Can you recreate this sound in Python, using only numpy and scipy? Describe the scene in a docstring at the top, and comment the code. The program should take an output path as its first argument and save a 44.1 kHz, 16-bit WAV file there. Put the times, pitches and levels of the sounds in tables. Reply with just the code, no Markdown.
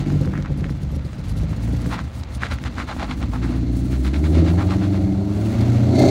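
"""A V8 pulling away

A sports car with an open exhaust lopes across a parking lot, then pulls away and opens the throttle.
Each firing is a pressure pulse that excites the resonances of the pipes. At idle the uneven pulses
thump; as the revs rise they merge into a drone, and turbulent gas adds a rasping roar.
Gusts rustle and tick at the microphone over a wash of tyres, breeze and trees."""
import sys
import numpy as np
from scipy import signal
from scipy.fft import rfft, irfft
from scipy.io import wavfile
from scipy.ndimage import uniform_filter1d

SR = 44100
rng = np.random.default_rng(int(sys.argv[2]) if len(sys.argv) > 2 else 0)


def pcm_store(signal):
    """Save signal as 16-bit PCM."""
    levels = np.round(np.clip(np.atleast_2d(signal), -1, 1) * 32767)
    wavfile.write(sys.argv[1], SR, levels.astype(np.int16).T)


N = 269010
TIME = np.arange(N) / SR
IDLE_HZ = 56.2  # firings a second
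TURN_START_S, TURN_LENGTH_S = 1.09, 1.42  # the tailpipes face the listener, then turn side-on

# engine speed: (time [s], firing rate [Hz])
FIRING_RATE = [(0.0, 48.0), (0.29, 49.1), (0.78, 47.2), (1.1, 46), (1.87, 60.5), (2.09, 48.5), (2.44, 53.4),
               (2.92, 45.1), (3.52, 60), (3.74, 58), (4.08, 66.5), (4.3, 79.2), (4.5, 83.8), (4.8, 96.5),
               (5.13, 96.2), (5.35, 103), (5.65, 117.8), (5.86, 119.7), (6.1, 130.5)]
def revs():
    """Engine speed as a frequency ratio, in octaves above idle."""
    return np.log2(curve(FIRING_RATE) / IDLE_HZ)


# how hard the engine works: (time [s], effort [dB])
EFFORT = [(0, 9.5), (.2, 4), (.46, 1.5), (.97, -4.5), (1.17, -7.5), (1.35, -4), (1.89, 0.5), (2.06, -9.5),
          (2.29, -12.5), (2.46, -10.5), (2.9, -7.5), (3.37, -2), (3.45, 2.1), (4.15, 2), (4.38, 8),
          (4.63, 5.5), (5.3, 3.5), (6.1, 7)]
def driven(db, per_effort, octave_db, behind_db, floored_db):
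    """Source strength and directivity: a voice's gain follows effort, revs, heading and full throttle."""
    behind = 1 - ramp(TURN_START_S, TURN_LENGTH_S)
    floored = ramp(start_s=5.86, length_s=0.14)
    working_db = db + per_effort * curve(EFFORT) + octave_db * revs()
    return gain_of(working_db + behind_db * behind + floored_db * floored)


# the cylinders in firing order: (departure from the mean strength [ratio])
CYLINDERS = [0.92, -0.68, -0.33, -0.6, 0.46, -0.074, -0.73, 0.044]
def firings(turns, jitter_s=0.0003, scatter_per_octave=0.53):
    """Cyclic variation: burns differ, less so at high revs. Gives the uneven and even pulse trains."""
    at = np.flatnonzero(np.diff(np.floor(turns)) > 0)
    burn, late = rng.standard_normal((len(at), 2)).T
    sizes = np.resize(CYLINDERS, len(at)) + scatter_per_octave ** revs()[at] * burn
    seconds = TIME[at] + jitter_s * late
    return impulses(seconds, sizes), impulses(seconds, np.ones(len(at)))


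# pipe responses, low to high, the boom at low and at high revs: (frequency [Hz], relative gain [dB])
BOOM = [(20, -59.5), (38, -28), (48, -12), (60, 3.5), (80, 5), (100, -5), (122, -2), (145, -16.5),
        (200, -38)]
BOOM_REVVED = [(20, -51), (40, -27), (52, 0.5), (62, -7.5), (78, -2.5), (98, 0.5), (120, -8.5), (145, -40),
               (200, -79)]
BURBLE = [(90, -47.5), (130, 0), (155, 2), (185, 9), (235, 2.5), (260, -14.5), (330, -25.5)]
HOLLOW = [(160, -36), (190, -4), (215, 1), (238, -5), (270, -26), (330, -43)]
GROWL = [(200, -18.5), (245, -10), (278, -1), (298, 3.5), (335, -6), (375, -11), (420, -25), (600, -31.5)]
BARK = [(250, -46.5), (335, 2), (388, 6), (440, -6), (515, -6), (560, -0.5), (600, -1), (645, 1), (715, -5),
        (775, -2), (900, -27), (1300, -36), (2500, -56)]
def exhaust(turns, even_share=0.77):
    """Source and filter: uneven firings, smeared by reflections, ring five resonances of the pipes."""
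    uneven, even = firings(turns)
    boom_pulses = reverberated(uneven, tail_db=1.5, t60=0.93)
    mid_pulses = reverberated(uneven, tail_db=2.0, t60=0.25)
    bark_pulses = reverberated(uneven + even_share * even, tail_db=5.5, t60=0.35)
    hollow_pulses = reverberated(uneven, tail_db=5.5, t60=0.6)
    revved = np.clip((curve(FIRING_RATE) - 65) / 30, 0, 1)
    deep = colour(boom_pulses * (1 - revved), BOOM) + colour(boom_pulses * revved, BOOM_REVVED)
    boom = steadied(deep, 0.51)
    boom *= driven(-28, per_effort=-0.22, octave_db=3, behind_db=0.2, floored_db=-2)
    burble = steadied(colour(mid_pulses, BURBLE), 0.042)
    burble *= driven(-34, per_effort=0.53, octave_db=-0.5, behind_db=2, floored_db=7.5)
    hollow = steadied(colour(hollow_pulses, HOLLOW), 0.1)
    hollow *= driven(-39.5, per_effort=0.35, octave_db=-2.5, behind_db=-14, floored_db=2)
    growl = steadied(heated(mid_pulses, GROWL), 0.051)
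    growl *= driven(-28, per_effort=1.31, octave_db=-9, behind_db=-10, floored_db=11.5)
    bark = steadied(colour(bark_pulses, BARK), 0.19)
    bark *= driven(-46.5, per_effort=1.38, octave_db=5, behind_db=-0.5, floored_db=13)
    return boom + burble + hollow + growl + bark


def heated(x, response, cool_pitch=0.94, hot_pitch=1.023, hot_octaves=0.67):
    """Sound travels faster in hot gas, so a resonance shifts upwards as the revs heat the pipe."""
    hot = np.clip(revs() / hot_octaves, 0, 1)
    cool_ring = colour(x * np.sqrt(1 - hot), [(hz * cool_pitch, db) for hz, db in response])
    hot_ring = colour(x * np.sqrt(hot), [(hz * hot_pitch, db) for hz, db in response])
    return cool_ring + hot_ring


# the engine lopes off the throttle and fires evenly while it pulls: (time [s], lope [0-1])
LOPING = [(.05, 0.96), (1.1, 0.63), (1.3, 0.12), (1.88, 0.18), (2.02, 0.4), (2.85, 0.83), (3.08, 0)]
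# pipe resonances: (frequency [Hz], peak gain [dB], bandwidth [Hz])
DRONE_MODES = [(51, -24, 28), (78.8, -19.5, 12.8), (116.2, -21.5, 14), (157, -24, 22), (196.7, -23, 21),
               (220, -24.5, 15), (258.5, -27, 11), (288.4, -20, 12.5), (324.6, -22, 15), (384, -38, 20),
               (645, -46, 50), (770, -47, 50)]
# harmonics 1, 2, ...: (relative level [dB], gain loping [dB], from behind [dB], at full throttle [dB])
HARMONICS = [(-2, -14, 4, 2.5), (-6, -13, 8, 7), (-12, -0.5, 9.5, 12), (-12, -8, 3, 3),
             (-18.5, 15.5, -8.5, 27), (-26, 2, 1, 31)]
def drone(turns, waver_db=2.0, per_effort=0.93):
    """Forced vibration: each harmonic of the firing rate swells as it passes a pipe resonance."""
    out, firing_hz = np.zeros(N), curve(FIRING_RATE)
    for k, (db, loping_db, behind_db, floored_db) in enumerate(HARMONICS, 1):
        power = sum(gain_of(mode_db) ** 2 * resonance(k * firing_hz, hz, width)
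                    for hz, mode_db, width in DRONE_MODES)
        level = driven(db, per_effort, 0, behind_db, floored_db)
        level *= gain_of(loping_db * curve(LOPING) + waver_db * wander(0.031))
        out += np.sqrt(2 * power) * level * np.sin(2 * np.pi * (k * turns + rng.random()))
    return out


# lulls between the lumps of the idle: (centre time [s], length [s], exhaust gain [dB])
LULLS = [(0.045, 0.033, -8.5), (0.47, 0.072, -3), (0.562, 0.043, -1.5), (0.796, 0.022, -7),
         (1.013, 0.045, -2), (1.125, 0.087, -3.5), (1.222, 0.036, -4), (1.47, 0.019, -7),
         (1.546, 0.029, -6), (1.59, 0.021, -0.5), (2.114, 0.081, -7.5), (2.26, 0.062, -6),
         (2.39, 0.021, -6), (2.59, 0.047, -5), (2.693, 0.035, -1.5), (2.863, 0.015, -15),
         (3.273, 0.014, -2)]
def lope(weak_per_s=4., dip_s=0.026, depth_db=-7.5, gone_octaves=0.18, sag_db=-0.5):
    """Amplitude modulation: the exhaust sags off the throttle, in lulls and on weak burns near idle."""
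    weak_burns = (rng.random(N) < weak_per_s / SR) * rng.uniform(0.22, 1.0, N)
    dips = signal.oaconvolve(weak_burns, signal.windows.hann(int(2 * dip_s * SR)), "same")
    near_idle = np.clip(1 - revs() / gone_octaves, 0, 1)
    lull_db = sum(db * swell(s, length) for s, length, db in LULLS)
    return gain_of(lull_db + sag_db * curve(LOPING) + depth_db * np.minimum(dips, 2) * near_idle)


# hard firings, in the lope and at the first push of the throttle: (time [s], relative level [dB])
CHUFFS = [(0.064, -25), (0.123, -2), (0.155, -2), (0.211, 3), (0.268, 3), (0.316, -13), (0.388, -2.5),
          (0.503, -1.5), (0.584, -7), (0.617, -6.5), (0.655, -5), (0.705, -6), (0.827, -8.5), (0.925, -6),
          (0.963, -4.5), (1.05, -7.5), (1.185, -11), (1.362, -7), (1.432, -3), (1.514, -11), (1.565, -7),
          (1.683, -5), (1.731, -2.5), (1.765, -17), (1.864, -0.5), (4.323, -2), (4.372, 5), (4.385, 1),
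          (4.423, 4.5)]
# the pipe modes they ring: (frequency [Hz], relative level [dB], time constant [s])
CHUFF_MODES = [(86, -8, 0.0078), (149.6, -3.5, 0.0051), (256, -9.5, 0.0033), (344, -13, 0.0018),
               (512, -22.5, 0.0075), (666, -29, 0.0013)]
def chuffs(level_db=-10.0, detune=0.068, thinning_db=18., bark_hz=322.0):
    """Damped modes: a hard firing thumps, never at quite the same pitch; higher revs thin its bass."""
    t, out = TIME[:SR // 5], np.zeros(N + SR)
    octaves = np.maximum(revs(), 0)
    detunings = 1 + detune * rng.standard_normal((len(CHUFFS), len(CHUFF_MODES)))
    for (s, db), shifts in zip(CHUFFS, detunings):
        at = round(s * SR)
        for (hz, mode_db, ring_s), shift in zip(CHUFF_MODES, shifts):
            thin_db = thinning_db * octaves[at] * min(np.log2(hz / bark_hz), 0)
            ring = damped_tone(t, hz * shift, ring_s)
            out[at:][:len(t)] += gain_of(db + level_db + mode_db + thin_db) * ring
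    return out[:N]


# tones of the two cylinder banks: (order [multiple of the eight-firing cycle rate])
BANK_ORDERS = (6, 10, 13, 14, 18, 19, 26, 28)
# a resonance for each order, which swells only if the revs bring it near:
# (level [dB], frequency [Hz], Gaussian width [Hz])
BANK_RESONANCES = [(-19, 106, 19), (-21.5, 110, 9.6), (-36, 174, 18), (-23.5, 208.5, 11.2), (-27.5, 260, 8),
                   (-20.5, 301, 14), (-33.5, 313, 6.7), (-27, 530, 10)]
def bank_tones(turns, waver_db=1.0):
    """Engine orders: each bank's uneven pulse spacing adds tones between the firing harmonics."""
    pulling_away = ramp(TURN_START_S + TURN_LENGTH_S, TURN_LENGTH_S)
    out = np.zeros(N)
    for order, (db, hz, width) in zip(BANK_ORDERS, BANK_RESONANCES):
        k = order / len(CYLINDERS)
        level = gain_of(db - waver_db * wander(0.033)) * gaussian(k * curve(FIRING_RATE), hz, width)
        out += level * np.sin(2 * np.pi * (k * turns + rng.random()))
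    return out * pulling_away


# gas rushing through the pipes: (frequency [Hz], relative gain [dB])
RUSH_SPECTRUM = [(450, -29), (620, 3.5), (780, -8), (930, -0.5), (1120, -8), (1350, -5.5), (1700, -23),
                 (2600, -21)]
def rush(turns, pulsing=0.55):
    """Flow noise: hot gas roars in the pipes, surging with every firing and growing with the revs."""
    surge = 1 + pulsing * np.cos(2 * np.pi * turns)
    roar = evened(colour(surge * rng.standard_normal(N), RUSH_SPECTRUM))
    return roar * driven(-59, per_effort=-0.82, octave_db=17.5, behind_db=3, floored_db=6.5)


# turbulence at the tailpipe: (frequency [Hz], relative gain [dB])
RASP_SPECTRUM = [(600, -14), (1100, -17), (1550, -3), (1720, 4.5), (1920, -9), (2100, 10), (2280, 0),
                 (3000, -8), (3700, 0.5), (4350, 7.5), (5000, -7), (6300, -2.5), (9000, -15), (16000, -27)]
def rasp(turns, steady_flow=0.63, uneven_db=1.0, throb_db=2.0):
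    """Jet noise: each firing blows out a puff of turbulent gas; the puffs throb once a crank turn."""
    crank_turns = 2 * turns / len(CYLINDERS)
    puffs = steady_flow + np.exp(-(turns % 1))
    puffs *= gain_of(uneven_db * wander(0.0087) + throb_db * np.cos(2 * np.pi * crank_turns))
    jet = evened(colour(puffs * rng.standard_normal(N), RASP_SPECTRUM))
    return jet * driven(-56, per_effort=0.5, octave_db=1, behind_db=-32, floored_db=19.5)


def reverberated(x, tail_db, t60, first_s=0.004, echoes_per_s=1500, places=6):
    """Scattering: asphalt, kerbs and parked cars give each pulse a tail that changes as the car moves."""
    t, tail = TIME[:SR // 3], np.zeros(N)
    place = np.linspace(0, places - 1, N)
    for k in range(places):
        echoes = rng.standard_normal(len(t)) * (rng.random(len(t)) < echoes_per_s / SR)
        echoes *= gain_of(-60 * t / t60) * (t > first_s)
        here = np.sqrt(np.maximum(1 - abs(place - k), 0))
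        tail += signal.oaconvolve(x * here, echoes / np.linalg.norm(echoes))[:N]
    return x + gain_of(tail_db) * tail


# spits of hiss: (centre time [s], relative level [dB], nominal length [s], scratch frequency [Hz])
SPITS = [(0.127, -55, 0.028, 5300), (0.215, -50, 0.0085, 6950), (0.258, -57, 0.018, 5330),
         (0.587, -57.5, 0.032, 10800), (0.709, -54, 0.022, 5300), (0.829, -55, 0.021, 9500),
         (0.922, -56, 0.019, 11400), (0.956, -54, 0.017, 10500), (1.054, -55.5, 0.018, 4770),
         (1.19, -59, 0.016, 5300), (1.249, -49.5, 0.02, 9000), (1.301, -52, 0.033, 10900),
         (1.378, -50, 0.027, 10700), (1.432, -55, 0.014, 9400), (1.502, -57, 0.021, 9300),
         (1.57, -50.5, 0.013, 6900), (1.63, -55, 0.015, 9300), (1.732, -51, 0.021, 9200),
         (1.767, -49, 0.012, 6000), (1.816, -53, 0.013, 10700), (1.863, -51.5, 0.013, 4700),
         (2.045, -55, 0.018, 5500), (2.144, -57, 0.03, 6200), (2.203, -55, 0.022, 5200),
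         (2.352, -48.5, 0.03, 9400), (2.538, -49, 0.012, 11000), (5.49, -56, 0.0058, 6440),
         (5.61, -42, 0.006, 5000), (5.737, -53, 0.011, 6400), (5.996, -38, 0.012, 4700)]
# the hiss they share: (frequency [Hz], relative gain [dB])
SPIT_SPECTRUM = [(2000, -1), (4000, 9), (6500, 4), (8600, 2.5), (9550, 4.5), (10200, -7), (11200, -5),
                 (12500, -4), (16000, -8)]
def spits(hiss_db=4.5, stretch=0.74, scratch_width_hz=1100.0):
    """Gated noise: thin hiss spits mostly with the lumps of the idle, each time with a narrow scratch."""
    grains, power, scratch = grainy(spread_db=4.5), np.zeros(N), np.zeros(N)
    size = SR // 5
    bins = np.fft.rfftfreq(size, 1 / SR)
    for s, db, length, hz in SPITS:
        burst = swell(s, length * stretch) * gain_of(db) ** 2
        span = np.clip(round(s * SR) - size // 2, 0, N - size) + np.arange(size)
        band = evened(irfft(rfft(grains[span]) * resonance(bins, hz, scratch_width_hz), size))
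        scratch[span] += band * np.sqrt(burst[span])
        power += burst
    return gain_of(hiss_db) * np.sqrt(power) * evened(colour(grains, SPIT_SPECTRUM)) + scratch


def chirp(s=2.353, level_db=-50.0, length=0.022, hz=9450., skirt_hz=900.):
    """Narrow-band noise has a pitch: one of the spits carries a small high chirp."""
    band = colour(rng.standard_normal(N), [(hz - skirt_hz, -30), (hz, 0), (hz + skirt_hz, -30)])
    return gain_of(level_db) * np.sqrt(swell(s, length)) * evened(band)


# gusts: (centre time [s], body level [dB], fizz level [dB], length [s], body frequency [Hz])
GUSTS = [(0.366, -44, -54, 0.072, 1560), (0.462, -41, -58, 0.02, 1400), (0.651, -50, -46, 0.029, 1890),
         (1.935, -33.5, -30.5, 0.037, 1120), (1.992, -39, -37.5, 0.028, 1070),
         (2.44, -40, -32, 0.046, 1570), (2.523, -37.5, -32, 0.03, 1170), (2.666, -41, -33, 0.021, 1363),
         (2.802, -34.5, -32, 0.038, 1390), (2.904, -35.5, -34.5, 0.038, 881),
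         (3.022, -34.5, -34.5, 0.047, 764), (3.112, -40, -34.5, 0.037, 920),
         (3.228, -38, -38.5, 0.027, 849), (3.35, -35, -42, 0.032, 838.5), (3.439, -41.5, -36, 0.028, 1352),
         (3.522, -48, -42.5, 0.088, 964.7), (3.938, -67, -40, 0.039, 1324),
         (4.068, -49, -36.5, 0.038, 1240), (4.154, -60, -35.5, 0.031, 1500),
         (4.257, -47, -35, 0.027, 965.4), (4.378, -62, -35, 0.061, 892), (4.483, -43, -36, 0.045, 907.5),
         (4.608, -31, -37, 0.043, 1020), (4.722, -38.5, -35.5, 0.047, 956.6), (4.84, -44, -37, 0.038, 1023),
         (4.953, -46, -42, 0.045, 937), (5.616, -50, -42, 0.038, 884)]
# their fizz: (frequency [Hz], relative gain [dB])
FIZZ_SPECTRUM = [(1500, 3.5), (2300, 3), (3100, -1.5), (4000, -0.5), (5200, -8.5), (7000, -13),
                 (10000, -21.5), (16000, -44)]
def gusts(width_octaves=0.61):
    """Wind noise: brief swells of crackly rustle, each a broad midrange band under a high fizz."""
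    grains = grainy(spread_db=4.0, per_s=1500., fade_s=0.00098, bed=1.0)
    body, fizz_power = np.zeros(N), np.zeros(N)
    size = SR // 2
    log_hz = np.log2(np.fft.rfftfreq(size, 1 / SR) + 1)
    for s, body_db, fizz_db, length, hz in GUSTS:
        power = swell(s, length)
        span = round(s * SR) - size // 2 + np.arange(size)
        band = evened(irfft(rfft(grains[span]) * gaussian(log_hz, np.log2(hz), width_octaves), size))
        body[span] += band * np.sqrt(power[span]) * gain_of(body_db)
        fizz_power += power * gain_of(fizz_db) ** 2
    return body + np.sqrt(fizz_power) * evened(colour(grains, FIZZ_SPECTRUM))


# ticks at the microphone: (time [s], snap level [dB], frequency [Hz], relative edge level [dB])
TICKS = [(0.102, -22.5, 1290, -37), (0.251, -26, 1500, -40), (0.275, -23.5, 1360, -47),
         (0.338, -20.5, 1210, -57), (0.354, -22, 1420, -61), (0.377, -20, 1560, -38.5),
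         (0.424, -31, 1100, -34.5), (0.45, -24.5, 1230, -47), (0.459, -27, 1350, -38),
         (0.643, -18, 1730, -44), (0.695, -23.5, 1500, -45), (1.132, -30, 1250, -40),
         (1.532, -26.5, 1040, -48), (1.86, -22, 1400, -42), (1.914, -19, 1170, -40),
         (1.943, -21, 1700, -39), (1.991, -15.5, 1280, -36), (2.235, -30, 1100, -32.5),
         (2.434, -7.5, 1580, -36), (2.586, -23.5, 1700, -37), (2.639, -21.5, 1600, -31),
         (2.783, -15.5, 1450, -35), (2.788, -20, 1300, -40), (2.801, -17, 1900, -41),
         (2.888, -23, 1099, -41), (2.965, -22.5, 700, -44), (3.112, -17, 2400, -42),
         (3.216, -31, 1000, -37), (3.228, -20.5, 2080, -36), (3.335, -21, 914, -37), (3.36, -22, 1490, -44),
         (3.433, -25, 1393, -47), (4.079, -24, 1800, -40), (4.143, -17.5, 2120, -42),
         (4.54, -21.5, 710, -56), (4.606, -24, 1450, -48)]
def ticks(cycles=0.28, growth=0.45, edge_s=0.0021):
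    """Heavily damped transients: a snap of a cycle or two with a crisp edge; harder ones ring longer."""
    t, out = TIME[:SR // 50], np.zeros(N + SR)
    band = signal.butter(4, [1500, 7000], "bandpass", fs=SR, output="sos")
    for s, db, hz, edge_db in TICKS:
        ring_s = cycles / hz * gain_of(growth * (db + 26.5))
        snap = damped_tone(t, hz, ring_s)
        edge = evened(signal.sosfilt(band, rng.standard_normal(len(t)))) * np.exp(-t / edge_s)
        out[round(s * SR):][:len(t)] += gain_of(db) * snap + gain_of(edge_db - 1) * edge
    return out[:N]


# open-air wash: (time [s], level [dB])
AIR_LEVEL = [(0, -35.5), (.3, -41.5), (.9, -43.5), (1.85, -39), (2.1, -43.5), (2.7, -39.5), (3.7, -44.5),
             (4.02, -43.5), (4.8, -39.5), (5.2, -44), (5.6, -35), (5.88, -36), (6.1, -54)]
# its colour: (frequency [Hz], relative gain [dB])
AIR_SPECTRUM = [(20, -12.5), (200, 16), (700, 5.5), (1350, 1), (2200, -1), (3100, -5.5), (4200, -5),
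                (5200, -10.5), (6500, -10), (9000, -19), (12500, -23.5), (16000, -27)]
def air(flutter_db=1.5):
    """Broadband ambient noise: tyres, breeze and trees add up to a lightly fluttering wash."""
    wash = evened(colour(grainy(spread_db=1.5), AIR_SPECTRUM))
    return wash * gain_of(curve(AIR_LEVEL) + flutter_db * wander(0.0027))


# the finest hiss: (time [s], level [dB], flicker [dB])
TOP_HISS = [(0, -76, 5), (1.15, -60, 10), (1.35, -59.5, 12), (2.5, -59, 8.5), (3.68, -63, 9),
            (3.78, -53.5, 7.5), (4.95, -60, 3.5), (5.2, -62, -3), (5.45, -51.5, 5), (6.1, -78, -3)]
# its colour: (frequency [Hz], relative gain [dB])
TOP_HISS_SPECTRUM = [(5000, -6), (8500, -5), (11000, -8.5), (13500, -17), (15500, -9), (16000, -6)]
def top_hiss(flicker_s=0.028):
    """Randomly modulated noise: a thin high hiss flickers, then steadies as the car gathers speed."""
    flicker_db = curve(TOP_HISS, column=2) * np.clip(wander(flicker_s), -2, 1)
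    hiss = evened(colour(rng.standard_normal(N), TOP_HISS_SPECTRUM))
    return hiss * gain_of(curve(TOP_HISS) + flicker_db)


def hushed(x, depth_db=-7.0):
    """Time-varying shelf filter: the treble of the background sinks in each lull."""
    lull = sum(swell(s, length) for s, length, _ in LULLS)
    return shelved(x, depth_db * lull, above_hz=5200)


# reflections off things near the microphone: (delay [ms], relative level [dB])
NEAR_ECHOES = [(1.45, -19), (2.3, -34), (3.7, -20.5), (5.9, -15.5)]
def echoed(x):
    """Comb filtering: short echoes interfere with the direct sound and give it a hollow, ribbed colour."""
    echoes = sum(gain_of(db) * np.pad(x, (round(ms * SR / 1000), 0))[:N] for ms, db in NEAR_ECHOES)
    power = 1 + sum(gain_of(db) ** 2 for _, db in NEAR_ECHOES)
    return (x + echoes) / np.sqrt(power)


def suppressed(x, open_db=-17.5, slope=0.19, deepest_db=-4.0, window_s=0.0072):
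    """Downward expansion: a noise suppressor turns the treble down when the whole sound falls quiet."""
    level_db = 10 * np.log10(abs(smooth(x ** 2, window_s)) + 1e-12)
    cut_db = np.clip(slope * (level_db - open_db), deepest_db, 0)
    return shelved(x, cut_db, above_hz=5500)


def shelved(x, db, above_hz):
    """Zero-phase shelf filter: changes the level of the treble alone."""
    treble = signal.sosfiltfilt(signal.butter(2, above_hz, "highpass", fs=SR, output="sos"), x)
    return x + treble * (gain_of(db) - 1)


def colour(x, spectrum, size=16384):
    """Minimum-phase filter with the given spectrum: every pulse rings after it strikes."""
    hz, db = np.transpose(spectrum)
    log_hz = np.log(np.fft.rfftfreq(size, 1 / SR) + 1)
    gain = gain_of(np.interp(log_hz, np.log(hz), db, right=-90))
    cepstrum = irfft(np.log(gain))
    cepstrum[1:size // 2] *= 2  # folding onto positive time makes the filter causal
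    cepstrum[size // 2 + 1:] = 0
    impulse_response = irfft(np.exp(rfft(cepstrum)))[:size // 2]
    return signal.oaconvolve(x, impulse_response)[:N]


def grainy(spread_db, per_s=1800.0, fade_s=0.0019, bed=0.23):
    """Shot process: tiny noise grains of uneven size start sharply and fade fast over a steady bed."""
    sizes = gain_of(spread_db * np.minimum(rng.exponential(1, N), 5))
    sizes *= rng.random(N) < per_s / SR
    power = signal.lfilter([1], [1, -np.exp(-1 / (fade_s * SR))], sizes ** 2)
    return evened(rng.standard_normal(N) * np.sqrt(bed + power / power.mean()))


def swell(s, length, rise=2.87, fall=2.32):
    """Power envelope of a burst, `length` seconds wide at half power; it rises more steeply than it ends."""
    offset = 2 * (TIME - s) / length
    near = abs(offset) < 20
    power = np.zeros(N)
    power[near] = .5 ** (abs(offset[near]) ** np.where(offset[near] < 0, rise, fall))
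    return power


def damped_tone(t, hz, ring_s):
    """Damped oscillation whose envelope peaks at 1 after ring_s."""
    return t / ring_s * np.exp(1 - t / ring_s) * np.sin(2 * np.pi * hz * t)


def resonance(hz, centre_hz, width_hz):
    """Lorentzian curve of height 1."""
    return 1 / (1 + (2 * (hz - centre_hz) / width_hz) ** 2)


def gaussian(x, centre, width):
    """Bell curve of height 1."""
    return np.exp(-.5 * ((x - centre) / width) ** 2)


def impulses(seconds, sizes):
    """Single-sample pulses at the given times."""
    return np.bincount(np.clip(np.round(seconds * SR).astype(int), 0, N - 1), sizes, N)


def wander(seconds):
    """Low-passed random fluctuation of rms 1."""
    return evened(smooth(rng.standard_normal(N + SR), seconds)[SR // 2:][:N])


def steadied(x, seconds):
    """Automatic gain control: keeps the quick beats but holds the slow level at rms 1."""
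    return x / np.sqrt(abs(smooth(x ** 2, seconds)) + 1e-12)


def smooth(x, seconds):
    """Triangular moving average."""
    size = max(int(seconds * SR), 1)
    return uniform_filter1d(uniform_filter1d(x, size), size)


def curve(rows, column=1):
    """Linear interpolation of a table column at every sample."""
    rows = np.asarray(rows)
    return np.interp(TIME, rows[:, 0], rows[:, column])


def ramp(start_s, length_s):
    """Linear rise from 0 to 1."""
    return np.clip((TIME - start_s) / length_s, 0, 1)


def evened(x):
    """Normalisation to rms 1."""
    return x / np.sqrt(np.mean(x ** 2) + 1e-20)


def gain_of(db):
    """Decibels to amplitude."""
    return 10 ** (np.asarray(db) / 20)


def scene():
    """Superposition of the car, the gusts and the open air."""
    firing_hz = curve(FIRING_RATE) * (1 + 0.0029 * wander(0.034))
    turns = np.cumsum(firing_hz) / SR  # phase: one turn per firing
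    rumble = lope() * (drone(turns) + exhaust(turns)) + bank_tones(turns) + chuffs()
    rustle = echoed(spits() + chirp() + gusts() + hushed(air() + top_hiss()))
    return (rumble + rush(turns) + rasp(turns) + rustle + ticks())[None]


def record(dry):
    """Transduction: noise suppression, the microphone's bass cut and soft saturation, then a band limit."""
    bass_cut = signal.butter(6, 42., "highpass", fs=SR, output="sos")
    thinned = signal.sosfilt(bass_cut, suppressed(dry))
    rounded = thinned / (1 + (thinned / .75) ** 6) ** (1 / 6)
    band_limit = signal.firwin(511, 15800, window=("kaiser", 9), fs=SR)
    return signal.oaconvolve(rounded, band_limit[None], "same")


dry = scene()
out = record(dry)
pcm_store(out)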